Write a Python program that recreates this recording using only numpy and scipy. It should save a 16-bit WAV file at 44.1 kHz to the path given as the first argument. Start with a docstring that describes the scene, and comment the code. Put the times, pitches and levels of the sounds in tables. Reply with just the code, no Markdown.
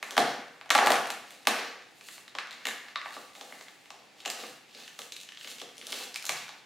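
"""Perforations in a card lid tear: fingers pry at a flap in the thin lid of a flat hollow box, in a bare
kitchen. Each snap is a short ragged noise burst that excites resonances of box, lid, flap, torn edge and
fibres. Thumps under the stronger snaps and booms excite the low modes of the box; the rustle of rubbing is a
dense train of random slips, with crackles, and the same noise also carries a lingering wash after snaps. Hard
walls add early echoes and a diffuse tail that decays band by band, over a faint steady hush."""
import sys
import numpy as np
from scipy import signal
from scipy.fft import rfft, irfft, next_fast_len
from scipy.io import wavfile

SR = 44100
rng = np.random.default_rng(int(sys.argv[2]) if len(sys.argv) > 2 else 0)


def put_to_file(sound):
    """Save the sound as 16-bit audio at rate SR, in the file named by the first command-line argument."""
    columns = np.atleast_2d(sound).T  # one column per channel
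    safe = np.clip(columns, -1, 1)
    whole_steps = np.round(safe * 32767)
    wavfile.write(sys.argv[1], SR, whole_steps.astype(np.int16))


N = 293474  # samples

# Resonances of the hollow box, its lid and the flap, broad because card is lossy:
# (frequency [Hz], width at about -6 dB [Hz], relative level [dB])
BOX_MODES = [(247.6, 113, -7), (288, 67, -7.5), (336, 48, -4), (409, 95, -8.5), (484, 47, 0),
             (551, 120, -5)]
LID_MODES = [(717, 240, 2), (871, 94, -6.5), (1099, 410, -3.5)]
FLAP_MODES = [(1185, 750, 0), (1750, 690, 0), (2214, 660, 0.016)]


def snaps():
    """Impulsive excitation: each tear drives six resonant parts, in proportions set by its colour and pitch."""
    # Perforations letting go: (time [s], drive level [dB], lid body [dB re drive], edge rasp [dB re drive],
    # fibre tick [dB re drive], low, middle and high tab ring [Hz], ring strength [dB], length [ms])
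    snap_events = [(0.0271, -19.5, -16.5, -21.5, -22, 2140, 2510, 6660, 6.8, 2.15),
                   (0.1078, -27.5, -15, -8, -13, 1440, 3300, 5970, 7.8, 1.3),
                   (0.167, -20, -4.5, -15, -17, 1550, 3220, 5400, 8.9, 2.1),
                   (0.1778, -5.5, -11, -18.5, -22, 694, 3300, 5500, 5.7, 1.9),
                   (0.2019, -29, -3.5, -8, -11, 780, 4000, 5200, 14, 1.8),
                   (0.612, -25, -23, -29, -34, 861, 2600, 5000, 5.7, 1.2),
                   (0.6584, -39.5, -10, -19, -22, 789, 2610, 5080, 7, 2),
                   (0.6926, -40.5, 0, -13, -18, 1930, 3020, 6250, 13, 1.2),
                   (0.7037, -6.5, -15, -13, -18.5, 2130, 3360, 5800, 5.5, 1.57),
                   (0.7076, -2, -25, -36, -35, 1930, 2650, 5850, 2.5, 2.1),
                   (0.7497, -7.5, -11.5, -19.5, -20, 1340, 2670, 5530, 7, 2.3),
                   (0.7536, -11.5, -7, -20, -29, 875, 2640, 4880, 9.5, 1.5),
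                   (0.7784, -15.5, -4, -9.5, -18, 850, 3060, 6080, 6.7, 1.65),
                   (0.7866, -5.5, -13, -32, -38, 820, 2670, 5910, 4.5, 2),
                   (0.8255, -19.5, -4.5, -24, -26, 856, 2410, 5600, 5.5, 2.2),
                   (0.8614, -18, -8.5, -13, -12, 776, 4500, 7840, 8.6, 1.5),
                   (0.8704, -6.5, -8, -20.5, -20, 850, 2800, 8000, 5.5, 1.46),
                   (0.9038, -13.5, -1.5, -12, -11, 700, 3440, 6080, 3.2, 1.7),
                   (0.9184, -13, -12.5, -13.5, -15, 1220, 3100, 5100, 7.2, 2.2),
                   (0.9406, -20.5, -13, -33, -27, 1380, 2460, 6370, 13, 1.8),
                   (0.9544, -23.5, -6, -12, -17, 724, 2470, 6000, 9.1, 2),
                   (1.056, -26, -17, -19, -30, 740, 2560, 5940, 11, 1.8),
                   (1.0714, -32.5, -10, -9, -8, 680, 2490, 5580, 6, 1.8),
                   (1.1021, -19, -16.5, -12.5, -15.5, 861, 2640, 7430, 5.2, 2.1),
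                   (1.3061, -36, -19, -15, -13, 2240, 3480, 8130, 7.5, 2),
                   (1.4524, -36, -17, -15, -20, 1800, 2600, 6100, 7, 2.2),
                   (1.4711, -4, -15.5, -15.5, -17.5, 840, 2570, 5500, 5.3, 1.64),
                   (1.8217, -46, -20, -18, -30, 1900, 2440, 6360, 10, 2.4),
                   (2.01, -35, -18.5, -18, -38, 2480, 2630, 6180, 7.5, 1.8),
                   (2.0856, -26, -29.5, -25, -22, 1960, 3040, 6580, 5.2, 2),
                   (2.1793, -36, -13, -17, -26, 2200, 2830, 4900, 7.8, 1.8),
                   (2.2787, -31.5, -31, -21.5, -27, 1870, 3840, 5000, 4.6, 2.6),
                   (2.3505, -26.5, -12.5, -18.5, -31, 1080, 3220, 5200, 8.1, 2.15),
                   (2.3853, -13, -27.5, -28, -37, 1180, 2580, 5360, 6.2, 2.2),
                   (2.471, -38, -8, -16, -24, 2090, 3580, 5990, 8.4, 1.8),
                   (2.5089, -27, -37, -18, -25, 1690, 4060, 7130, 5.8, 1.2),
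                   (2.5154, -32, -20, -26, -30, 2100, 3920, 4900, 9.9, 1.8),
                   (2.5278, -34, -34, -15, -31, 1590, 3590, 7270, 8.2, 1.8),
                   (2.5373, -33.5, -24, -25, -34, 2100, 4300, 4990, 8.3, 1.8),
                   (2.6532, -18.5, -21.5, -18.5, -24, 1860, 2860, 6900, 9.6, 2.3),
                   (2.6689, -21, -12.5, -16, -14.5, 2140, 3670, 7070, 11.5, 1.54),
                   (2.686, -20.5, -19, -17, -19, 1700, 2850, 7100, 5, 2.1),
                   (2.7084, -25.5, -19, -31, -25, 1800, 2430, 6700, 8.1, 2),
                   (2.7824, -39, -20, -20, -29, 1810, 3060, 7500, 7.8, 1.8),
                   (2.8011, -39, -24, -22, -27, 1720, 3270, 6780, 6.3, 2),
                   (2.8647, -41.5, -8.5, -30, -32, 1770, 2750, 6740, 6.4, 1.5),
                   (2.8838, -29.5, -27, -25, -31, 1190, 2650, 6600, 5.2, 2.1),
                   (2.9578, -10, -30.5, -35, -48, 1140, 3740, 5400, 8.9, 1.4),
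                   (3.0145, -23.5, -27, -29, -36, 1950, 2500, 5030, 4.3, 2.1),
                   (3.0572, -24, -14.5, -39, -42, 940, 2720, 5040, 8.2, 1.9),
                   (3.1063, -36, -16, -26, -23, 1130, 3420, 7080, 10, 1.8),
                   (3.1402, -39, -21, -10, -26, 1770, 3970, 7280, 6.2, 2.3),
                   (3.1642, -39, -1.5, -21, -26, 1190, 2770, 6040, 10.4, 2.4),
                   (3.3513, -36, -19, -20, -22, 2170, 3400, 7520, 8.6, 2.1),
                   (3.381, -60, 8, 5, 1, 1890, 3070, 5760, 8.6, 2),
                   (3.4105, -30, -15, -12, -22, 800, 3420, 5770, 6.2, 2),
                   (3.5233, -38, -6, -31, -14, 2080, 3200, 6160, 12.7, 1.7),
                   (3.6094, -36, -9, -16, -23, 2090, 4660, 7670, 8.2, 2.2),
                   (3.6823, -33.5, -22, -26, -40, 2040, 3380, 6270, 9.4, 2),
                   (3.857, -40.5, -20, -19, -22, 2120, 2850, 6370, 6.4, 2.3),
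                   (3.904, -33, -9.5, -8, -23, 1070, 2670, 5430, 6.3, 1.5),
                   (4.1834, -46, -33, -15.5, -40, 802, 3470, 5670, 7, 1.8),
                   (4.2026, -36, -43, -13, -26, 2220, 3170, 5190, 5.6, 2.8),
                   (4.2506, -26, -22, -17, -25, 2030, 2620, 7300, 7, 2.5),
                   (4.2582, -23, -16, -10, -23, 760, 2780, 7150, 11.8, 2),
                   (4.2771, -27, -17, -13, -17, 694, 2720, 7070, 6, 2.3),
                   (4.3007, -24.5, -17, -7, -12, 2200, 4750, 7700, 8.2, 1.9),
                   (4.4284, -43, -18, -19, -24, 1060, 3000, 7570, 8, 1.5),
                   (4.4367, -33, -11, -29, -28, 1180, 2470, 5480, 11, 1.43),
                   (4.7477, -41, -37, -13, -34, 2230, 4000, 5060, 11, 2.6),
                   (4.8772, -34, -34, -18, -23, 1750, 2960, 6200, 9.7, 2.7),
                   (4.9897, -28, -15.5, -10.5, -13.5, 1290, 3700, 6100, 5.3, 2.3),
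                   (5.0178, -32.5, -21, -10, -18, 2100, 3050, 6700, 7.3, 1.7),
                   (5.1211, -29.5, -37, -8.5, -19, 2300, 3980, 6500, 6.5, 2),
                   (5.1639, -30, -45, -14, -20, 2270, 3850, 8310, 6.4, 2.5),
                   (5.2016, -36.5, -30, -7, -16, 2070, 3840, 5350, 4.5, 1.3),
                   (5.2123, -37.5, -36, -7, -13, 2160, 2610, 6510, 5.8, 1.6),
                   (5.232, -41, -28, -4.5, -13, 1850, 3720, 6380, 7, 2),
                   (5.2887, -30.5, -37, -21, -56, 1800, 2980, 5740, 10.2, 1.9),
                   (5.3205, -32, -32, -21, -26, 1970, 2940, 5940, 8.6, 1.6),
                   (5.3472, -44, -32, -10, -28, 1920, 3260, 4900, 7, 1.8),
                   (5.3722, -31, -42, -22, -41, 1770, 3290, 6350, 11, 1.9),
                   (5.4103, -31, -41, -23, -34, 1860, 2980, 4930, 10, 1.9),
                   (5.4446, -29, -44, -22, -33, 2050, 2890, 4980, 9.3, 2.8),
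                   (5.4736, -29.5, -24, -17, -21, 2160, 3220, 6550, 8.3, 2),
                   (5.5147, -34.5, -50, -15, -20, 1800, 3640, 5600, 9.9, 1.8),
                   (5.5837, -35, -39, -15, -24, 2260, 3590, 6340, 7, 1.6),
                   (5.5983, -36, -35, -12, -23, 2170, 3110, 5150, 9.3, 3.6),
                   (5.6153, -30, -16.5, -11, -19, 700, 3370, 5660, 7.3, 2.2),
                   (5.6889, -41, -33, -17, -27, 732, 3270, 5920, 9.1, 2),
                   (5.7693, -43, -23, -6, -8, 2120, 2790, 5800, 9.1, 0.61),
                   (5.7804, -50, -29, 2, -6, 2030, 3240, 5600, 20, 1.5),
                   (5.8135, -29, -49, -27, -38, 2230, 3140, 5810, 11, 1.5),
                   (5.825, -30, -41, -31, -38, 1700, 3440, 5770, 7, 1.8),
                   (5.8484, -49, -23, -3, -7, 2230, 3330, 6410, 6, 1.3),
                   (5.8681, -39.5, -26, 3, -4, 1500, 3580, 5500, 10, 1.4),
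                   (5.9034, -36, -29, -9, -9, 2000, 2620, 5250, 4, 2.6),
                   (5.9218, -29, -32, -8, -13, 2150, 3420, 5400, 9.4, 1.9),
                   (5.9264, -21.5, -22, -16.5, -23, 2230, 3150, 5300, 9.4, 1.6),
                   (6.025, -39, -13, -15, -11, 1540, 2980, 5260, 7, 2.6),
                   (6.143, -35, -21, -2.5, -12, 1740, 4790, 5130, 8.3, 1.6),
                   (6.1498, -33, -20, -21, -25, 2230, 4820, 4940, 5.6, 1.6),
                   (6.1585, -21, -27, -12.5, -17.5, 2350, 2360, 5200, 6.9, 1.8),
                   (6.2243, -36.5, -18, -4, -9, 2300, 4340, 5250, 5, 2.2),
                   (6.242, -35.5, -10.5, -18, -10, 1430, 3010, 5240, 11, 1.6),
                   (6.253, -38.5, -14, 6.5, 1, 2270, 4130, 6900, 7.5, 1.8),
                   (6.265, -35.5, -11, 0, -5, 1640, 4020, 6660, 10, 2.3),
                   (6.2922, -16, -13, -10.5, -14.5, 2270, 2340, 5880, 5.2, 2.43),
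                   (6.3202, -31.5, -28, -1, -18, 1130, 2360, 6850, 7, 2.7),
                   (6.4214, -33, -17, -16, -18, 2250, 2400, 5570, 6.3, 1.5),
                   (6.4806, -35, -19, -22, -31, 1490, 3590, 6150, 11, 1.7),
                   (6.4915, -29.5, -14.5, -17.5, -35, 872, 3690, 5590, 10.5, 1.3)]
    # Drive of box, lid, flap, crack, edge, fibres: (level [dB re drive], share of body [dB/dB],
    # share of rasp [dB/dB], share of tick [dB/dB], slope with ring pitch above 2 kHz [dB/octave])
    part_drive = [(-15.5, 0.78, -0.24, 0.25, 1), (1.5, 1.0, -0.021, 0.033, -3),
                  (-9.5, 0.31, -0.18, 0.044, -1), (-5.5, -0.086, 0.52, 0.0052, -1),
                  (-3.5, 0.0087, 0.92, 0.017, 1.5), (-4, -0.14, 0.083, 1.05, 0)]
    # Ring strength of the middle ring, the high ring and its overtone: (level [dB re low ring])
    ring_steps = [0.33, -2, -3.5]
    # Resonances of crack, torn edge and fibres: (frequency [Hz], width at about -6 dB [Hz], relative level [dB])
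    crack_modes = [(2580, 860, 3.3), (3440, 1960, 2.5), (4460, 1790, -4.5)]
    edge_modes = [(5350, 2300, 0.17), (6400, 6200, -1.6), (7940, 3700, -0.27)]
    fibre_modes = [(9340, 3100, 8), (11140, 5400, 2), (14900, 2600, -2)]
    overtone_ratio = 1.73

    rows = np.array(snap_events)
    base_db, *shares = np.transpose(part_drive)
    ragged = rng.standard_normal((len(rows), 512))
    drive = np.zeros((6, N + 512))
    for row, noise in zip(rows, ragged):
        s, level_db, body_db, rasp_db, tick_db, low_hz, mid_hz, high_hz, ring_db, length_ms = row
        overtone_hz = min(overtone_ratio * high_hz, 15000)
        rings = [(low_hz, ring_db),
                 (mid_hz, ring_db + ring_steps[0]),
                 (high_hz, ring_db + ring_steps[1]),
                 (overtone_hz, ring_db + ring_steps[2])]
        burst = tear(noise, length_ms, rings)
        pitch_octaves = np.log2(np.sqrt(low_hz * mid_hz) / 2000)
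        colour = [body_db, rasp_db, tick_db, pitch_octaves]
        gains = from_db(level_db + base_db + np.dot(colour, shares))
        start = max(round(s * SR) - 20, 0)
        drive[:, start:start + 512] += gains[:, None] * burst
    parts = [BOX_MODES, LID_MODES, FLAP_MODES, crack_modes, edge_modes, fibre_modes]
    return sum(resonate(force[:N], modes) for force, modes in zip(drive, parts))


def tear(noise, length_ms, rings, evenness=0.7):
    """Fracture noise: a ragged burst, nearly even in spectrum; any rings given boost it at the tab's modes."""
    ring_q = 9
    peak_s = np.clip(length_ms, .3, 6) / 2000  # the envelope peaks at half the length
    rise = np.arange(len(noise)) / SR / peak_s
    shape = rise * np.exp(1 - rise)
    burst = noise * shape
    for _ in range(3):  # flatten the spectrum, then restore some of the envelope
        spectrum = rfft(burst)
        flattened = irfft(spectrum / (np.abs(spectrum) + 1e-9) ** evenness, len(noise))
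        burst = flattened * shape ** 0.032
    burst = burst * np.sqrt(np.sum(shape ** 2) / np.sum(burst ** 2))
    for ring_hz, ring_db in rings:
        b, a = signal.iirpeak(ring_hz, ring_q, fs=SR)
        boost = from_db(min(ring_db, 13)) - 1
        burst = burst + boost * signal.lfilter(b, a, burst)
    return burst


def resonate(x, modes):
    """Modal superposition: parallel resonances, three passes each; white noise of rms 1 leaves at rms 1."""
    impulse = np.arange(N) == 0
    both = np.array([x, impulse]) + 1e-18  # the offset keeps the filters clear of denormals
    out = 0
    for k, (hz, width_hz, level_db) in enumerate(modes):
        r = np.exp(-1.4 * np.pi * width_hz / SR)  # each pass wider, as three in a row narrow the peak
        stage = [(1 - r * r) / 2, 0, (r * r - 1) / 2, 1, -2 * r * np.cos(2 * np.pi * hz / SR), r * r]
        sign = (-1) ** k
        out = out + sign * from_db(level_db) * signal.sosfilt([stage, stage, stage], both)
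    response, impulse_response = out
    return response / np.sqrt(np.sum(impulse_response ** 2))


def thumps():
    """Forced modal response: under the stronger snaps, a short ragged push into the low modes of the hollow box."""
    # Thumps of the hollow box under the stronger snaps: (time [s], drive level [dB])
    thump_events = [(0.1667, -29), (0.178, -22), (0.202, -28), (0.7505, -33), (0.7858, -39), (0.9036, -24),
                    (1.4717, -25.5), (2.01, -56), (2.348, -45), (2.654, -42), (2.673, -42.5),
                    (3.1641, -42.5), (3.41, -45.5), (3.5236, -49), (4.2587, -39), (4.4285, -39.5),
                    (4.75, -47), (4.9921, -46.5), (5.1108, -54), (5.4442, -49), (5.5144, -52.5),
                    (5.6159, -41.5), (5.7815, -49), (5.8247, -50), (5.8676, -55), (5.904, -49),
                    (5.929, -42), (6.2925, -47.5)]
    push = np.zeros(N + 512)
    for (s, level_db), noise in zip(thump_events, rng.standard_normal((len(thump_events), 512))):
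        start = round(s * SR) - 20
        push[start:start + 512] += from_db(level_db) * tear(noise, length_ms=2.28, rings=[])
    return resonate(push[:N], BOX_MODES)


def booms():
    """Impulse response: the whole box drums on the worktop, one push for each boom into its low modes."""
    # Drumming of the box: (time [s], peak level of the response before the room [dB])
    boom_events = [(0.179, -41.5), (0.74, -63), (0.861, -45), (0.976, -58), (1.466, -58), (3.141, -69),
                   (4.49, -59), (4.877, -74), (4.989, -63), (5.615, -61), (6.3, -50.5)]
    # Low modes of the box: (frequency [Hz], width at about -6 dB [Hz], relative level [dB])
    drum_modes = [(133, 33, -0.93), (166.5, 130, -1.2)]
    push = np.zeros(N)
    for s, peak_db in boom_events:
        push[round(s * SR)] = from_db(peak_db)
    unit = resonate(np.arange(N) == 0, drum_modes)
    return resonate(push, drum_modes) / np.max(np.abs(unit))


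def rustle():
    """Granular noise: clumped slips and sparse crackles make the rustle of rubbing; the same noise carries the
    wash after snaps."""
    # Resonances that colour scrape and hiss: (frequency [Hz], width at about -6 dB [Hz], relative level [dB])
    scrape_modes = [(2650, 500, 4), (3370, 1340, -1), (4290, 1400, 0.5), (5600, 2400, -5)]
    hiss_modes = [(6720, 2800, 6), (9550, 5200, -1), (14900, 5200, -5)]
    clumps_per_s, clump_spread_db = 60, 2.5
    crackle_db = -16

    flap, scrape, hiss, rumble = swells()
    lumps = rng.standard_normal(round(clumps_per_s * N / SR) + 2)
    clump_position = np.arange(N) / SR * clumps_per_s
    clumping = from_db(clump_spread_db * np.interp(clump_position, np.arange(len(lumps)), lumps))
    slips = grains(per_s=5000, spread_db=4.0) * clumping
    crackly = slips + from_db(crackle_db) * grains(per_s=60, spread_db=3.0)
    flap_sound = resonate(flap * crackly[::-1], FLAP_MODES)  # reversed, so unlike the scrape
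    scrape_sound = resonate(scrape * crackly, scrape_modes)
    hiss_sound = resonate(hiss * slips, hiss_modes)
    lid_sound = resonate(rumble * grains(per_s=2000, spread_db=6.0), BOX_MODES + LID_MODES)
    return flap_sound + scrape_sound + hiss_sound + lid_sound


def swells():
    """Power summation: exponential swells and fades over a floor; gains of flap, scrape, hiss and lid."""
    # Rustle of rubbing and the lingering wash after snaps: (strongest time [s], rise over 20 dB [s],
    # fall over 20 dB [s], drive level [dB], treble [dB], lid rumble [dB re drive])
    swell_events = [(0.05, 0.063, 0.65, -60.5, 3.5, -7), (0.248, 0.21, 0.24, -45.5, -9, 6),
                    (0.848, 0.061, 0.053, -38, -6, 11), (0.94, 0.042, 0.28, -47.5, -6, 7),
                    (1.3, 0.083, 0.26, -57, -1, -5), (1.56, .06, 0.21, -40.5, -10.5, -1),
                    (2.14, 0.22, 0.084, -50.5, 2, -22), (2.49, 0.23, 0.34, -60, -20, -3.5),
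                    (2.72, 0.3, .3, -51.5, -5, -12), (3.13, 0.17, 0.33, -53, -1.5, -8),
                    (3.4, 0.13, 0.23, -56, 1.5, 0.5), (3.54, 0.3, 0.43, -56.5, 0.5, -5),
                    (3.95, 0.069, 0.42, -65, -5, 1), (4.38, 0.21, 0.22, -47, -3, -4.5),
                    (4.48, .05, 0.13, -54, 0, -5), (4.79, 0.13, 0.23, -49.5, -4.5, -12.5),
                    (5.02, 0.13, 0.1, -56, 4, -10), (5.16, 0.066, 0.085, -63, -1, -19),
                    (5.49, .15, 0.14, -48, 0, -13), (5.6, .06, 0.05, -55, -2, -8),
                    (5.72, 0.052, 0.083, -64, -5, -2), (5.88, 0.046, 0.13, -64, -1, 1),
                    (5.998, 0.23, 0.12, -41.5, -1.5, -6.5), (6.2, 0.13, .1, -66, 5, -4),
                    (6.37, 0.15, 0.2, -46.5, -5.5, -11)]
    # Steady floor of flap, scrape, hiss, lid: (gain [dB])
    resting_db = [-73.5, -82, -81, -75]
    # Flap, scrape, hiss: (level [dB re drive], share of treble [dB/dB], share of rumble [dB/dB])
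    swell_drive = [(-6, -0.64, 0.41), (0.5, -0.06, 0.07), (-3.16, 1.0, 0.043)]
    drop_db = 20

    t = np.arange(0, N + 64, 64) / SR  # one gain every 64 samples
    power = from_db(resting_db)[:, None] ** 2 + 0 * t
    base_db, treble_share, rumble_share = np.transpose(swell_drive)
    for s, rise_s, fall_s, level_db, treble_db, rumble_db in swell_events:
        away = np.where(t < s, (s - t) / max(rise_s, .01), (t - s) / max(fall_s, .01))
        upper_db = base_db + treble_share * treble_db + rumble_share * rumble_db
        parts_db = level_db + np.append(upper_db, rumble_db)
        power = power + from_db(parts_db[:, None] - drop_db * away) ** 2
    return [np.interp(np.arange(N) / SR, t, np.sqrt(p)) for p in power]


def grains(per_s, spread_db):
    """Shot noise: random slips of uneven size and either sign, at overall rms 1."""
    sizes = from_db(spread_db * np.minimum(rng.exponential(1, N), 5))
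    signed = sizes * rng.choice([-1, 1], N)
    return rms_one(signed * (rng.random(N) < per_s / SR))


def kitchen(x):
    """Room impulse response: direct sound, a few smeared echoes, then a diffuse tail decaying band by band."""
    # Reverberation time: (frequency [Hz], time to decay 60 dB [s])
    decay_times = [(100, 1), (260, 0.44), (700, 0.44), (1840, 0.76), (4850, 0.48), (12800, 0.44)]
    # Spectrum of the tail before decay: (frequency [Hz], band gain [dB])
    tail_colour = [(100, -28), (400, -26), (1000, -33), (2500, -35.5), (6000, -32.5), (15000, -31.5)]
    # Width of the tail: (frequency [Hz], side minus mid [dB])
    tail_side = [(60, -3), (110, -26), (200, -29), (380, -18), (700, -17), (1290, -8.5), (2380, -13.5),
                 (4400, -9.5), (8120, -8), (15000, -15)]
    # Worktop, cupboards, ceiling: (delay [ms], level [dB])
    early_echoes = [(5.5, -10), (8.5, -14), (11.5, -13.5), (15.5, -16)]

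    size = round(1.3 * SR)
    t = np.arange(size) / SR
    swell = np.clip((t - .002) / 0.011, 0, 1)
    mid, side = np.zeros(size), np.zeros(size)
    for hz, (band_mid, band_side) in bands(rng.standard_normal((2, 2, size))):
        fade = swell * from_db(at_hz(tail_colour, hz) - 60 * t / at_hz(decay_times, hz))
        mid += band_mid * fade
        side += band_side * fade * from_db(at_hz(tail_side, hz))
    for delay_ms, echo_db in early_echoes:
        start = round(delay_ms * SR / 1000)
        smear = rng.standard_normal((2, 90)) * np.exp(-np.arange(90) / 10.0)
        smear = smear / np.sqrt(np.sum(smear[0] ** 2))
        mid[start:start + 90] += from_db(echo_db) * smear[0]
        side[start:start + 90] += from_db(echo_db - 13.0) * smear[1]
    mid[0] = from_db(-1.0)  # the direct path
    left_right = np.array([mid + side, mid - side])
    pad = next_fast_len(N + size)
    return irfft(rfft(x, pad) * rfft(left_right, pad), pad)[:, :N]


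def hush():
    """Partially correlated stereo noise: the steady background of the room and the microphone."""
    # Spectrum: (frequency [Hz], relative band gain [dB])
    hush_colour = [(15, -68), (25, -26), (150, 8.5), (245, 12), (410, 9), (746, 3), (952, 23.5),
                   (1120, -23.5), (2090, 9.5), (2670, 5.5), (6210, -3.5), (14800, -21), (16500, -38)]
    # Left-right likeness: (frequency [Hz], correlation [-1 to 1])
    likeness = [(60, 0.52), (240, 0.41), (950, 0.12), (3770, 0.68), (15000, 0.26)]
    hush_db = -60  # rms over both channels

    out = 0
    for hz, (mid, side) in bands(rng.standard_normal((2, 2, N))):
        alike = np.clip(at_hz(likeness, hz), -1, 1)
        pair = np.sqrt(1 + alike) * mid + np.sqrt(1 - alike) * side * [[1], [-1]]
        out = out + from_db(at_hz(hush_colour, hz)) * pair
    return from_db(hush_db) * rms_one(out)


def bands(white):
    """Band-pass analysis: half-octave slices of (mid, side) noise; neighbours come from unrelated draws."""
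    edges_hz = 30 * 2 ** np.arange(0, 9.3, .5)
    for k, (low, high) in enumerate(zip(edges_hz, edges_hz[1:])):
        sos = signal.butter(2, [low, high], "band", fs=SR, output="sos")
        yield np.sqrt(low * high), signal.sosfilt(sos, white[k % 2])


def from_db(db):
    """Decibel law: the amplitude gain of a level in dB."""
    return 10 ** (np.asarray(db) / 20)


def rms_one(x):
    """Power normalisation: scaled to rms 1."""
    return x / np.sqrt(np.mean(x ** 2) + 1e-20)


def at_hz(points, hz):
    """Logarithmic pitch scale: a (frequency [Hz], value) table read on a log-frequency axis."""
    table = np.array(points)
    return np.interp(np.log(hz), np.log(table[:, 0]), table[:, 1])


def scene():
    """Linear superposition: all sounds of the card share the kitchen's response, and the hush is added."""
    return kitchen(snaps() + thumps() + booms() + rustle()) + hush()


def record(dry):
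    """Channel response: the two capsules differ a little in level by frequency, and the top is cut steeply."""
    # Balance: (frequency [Hz], left minus right [dB])
    balance = [(60, -2), (240, -0.5), (950, 1.0), (3770, 0), (15000, -1)]
    cutoff_hz = 15900
    hz = np.maximum(np.fft.rfftfreq(N, 1 / SR), 20)
    lean = from_db(at_hz(balance, hz) / 2 * np.array([[1], [-1]]))
    steep = signal.ellip(12, .5, 70, cutoff_hz, fs=SR, output="sos")
    return signal.sosfilt(steep, irfft(rfft(dry) * lean, N))


dry = scene()
out = record(dry)
put_to_file(out)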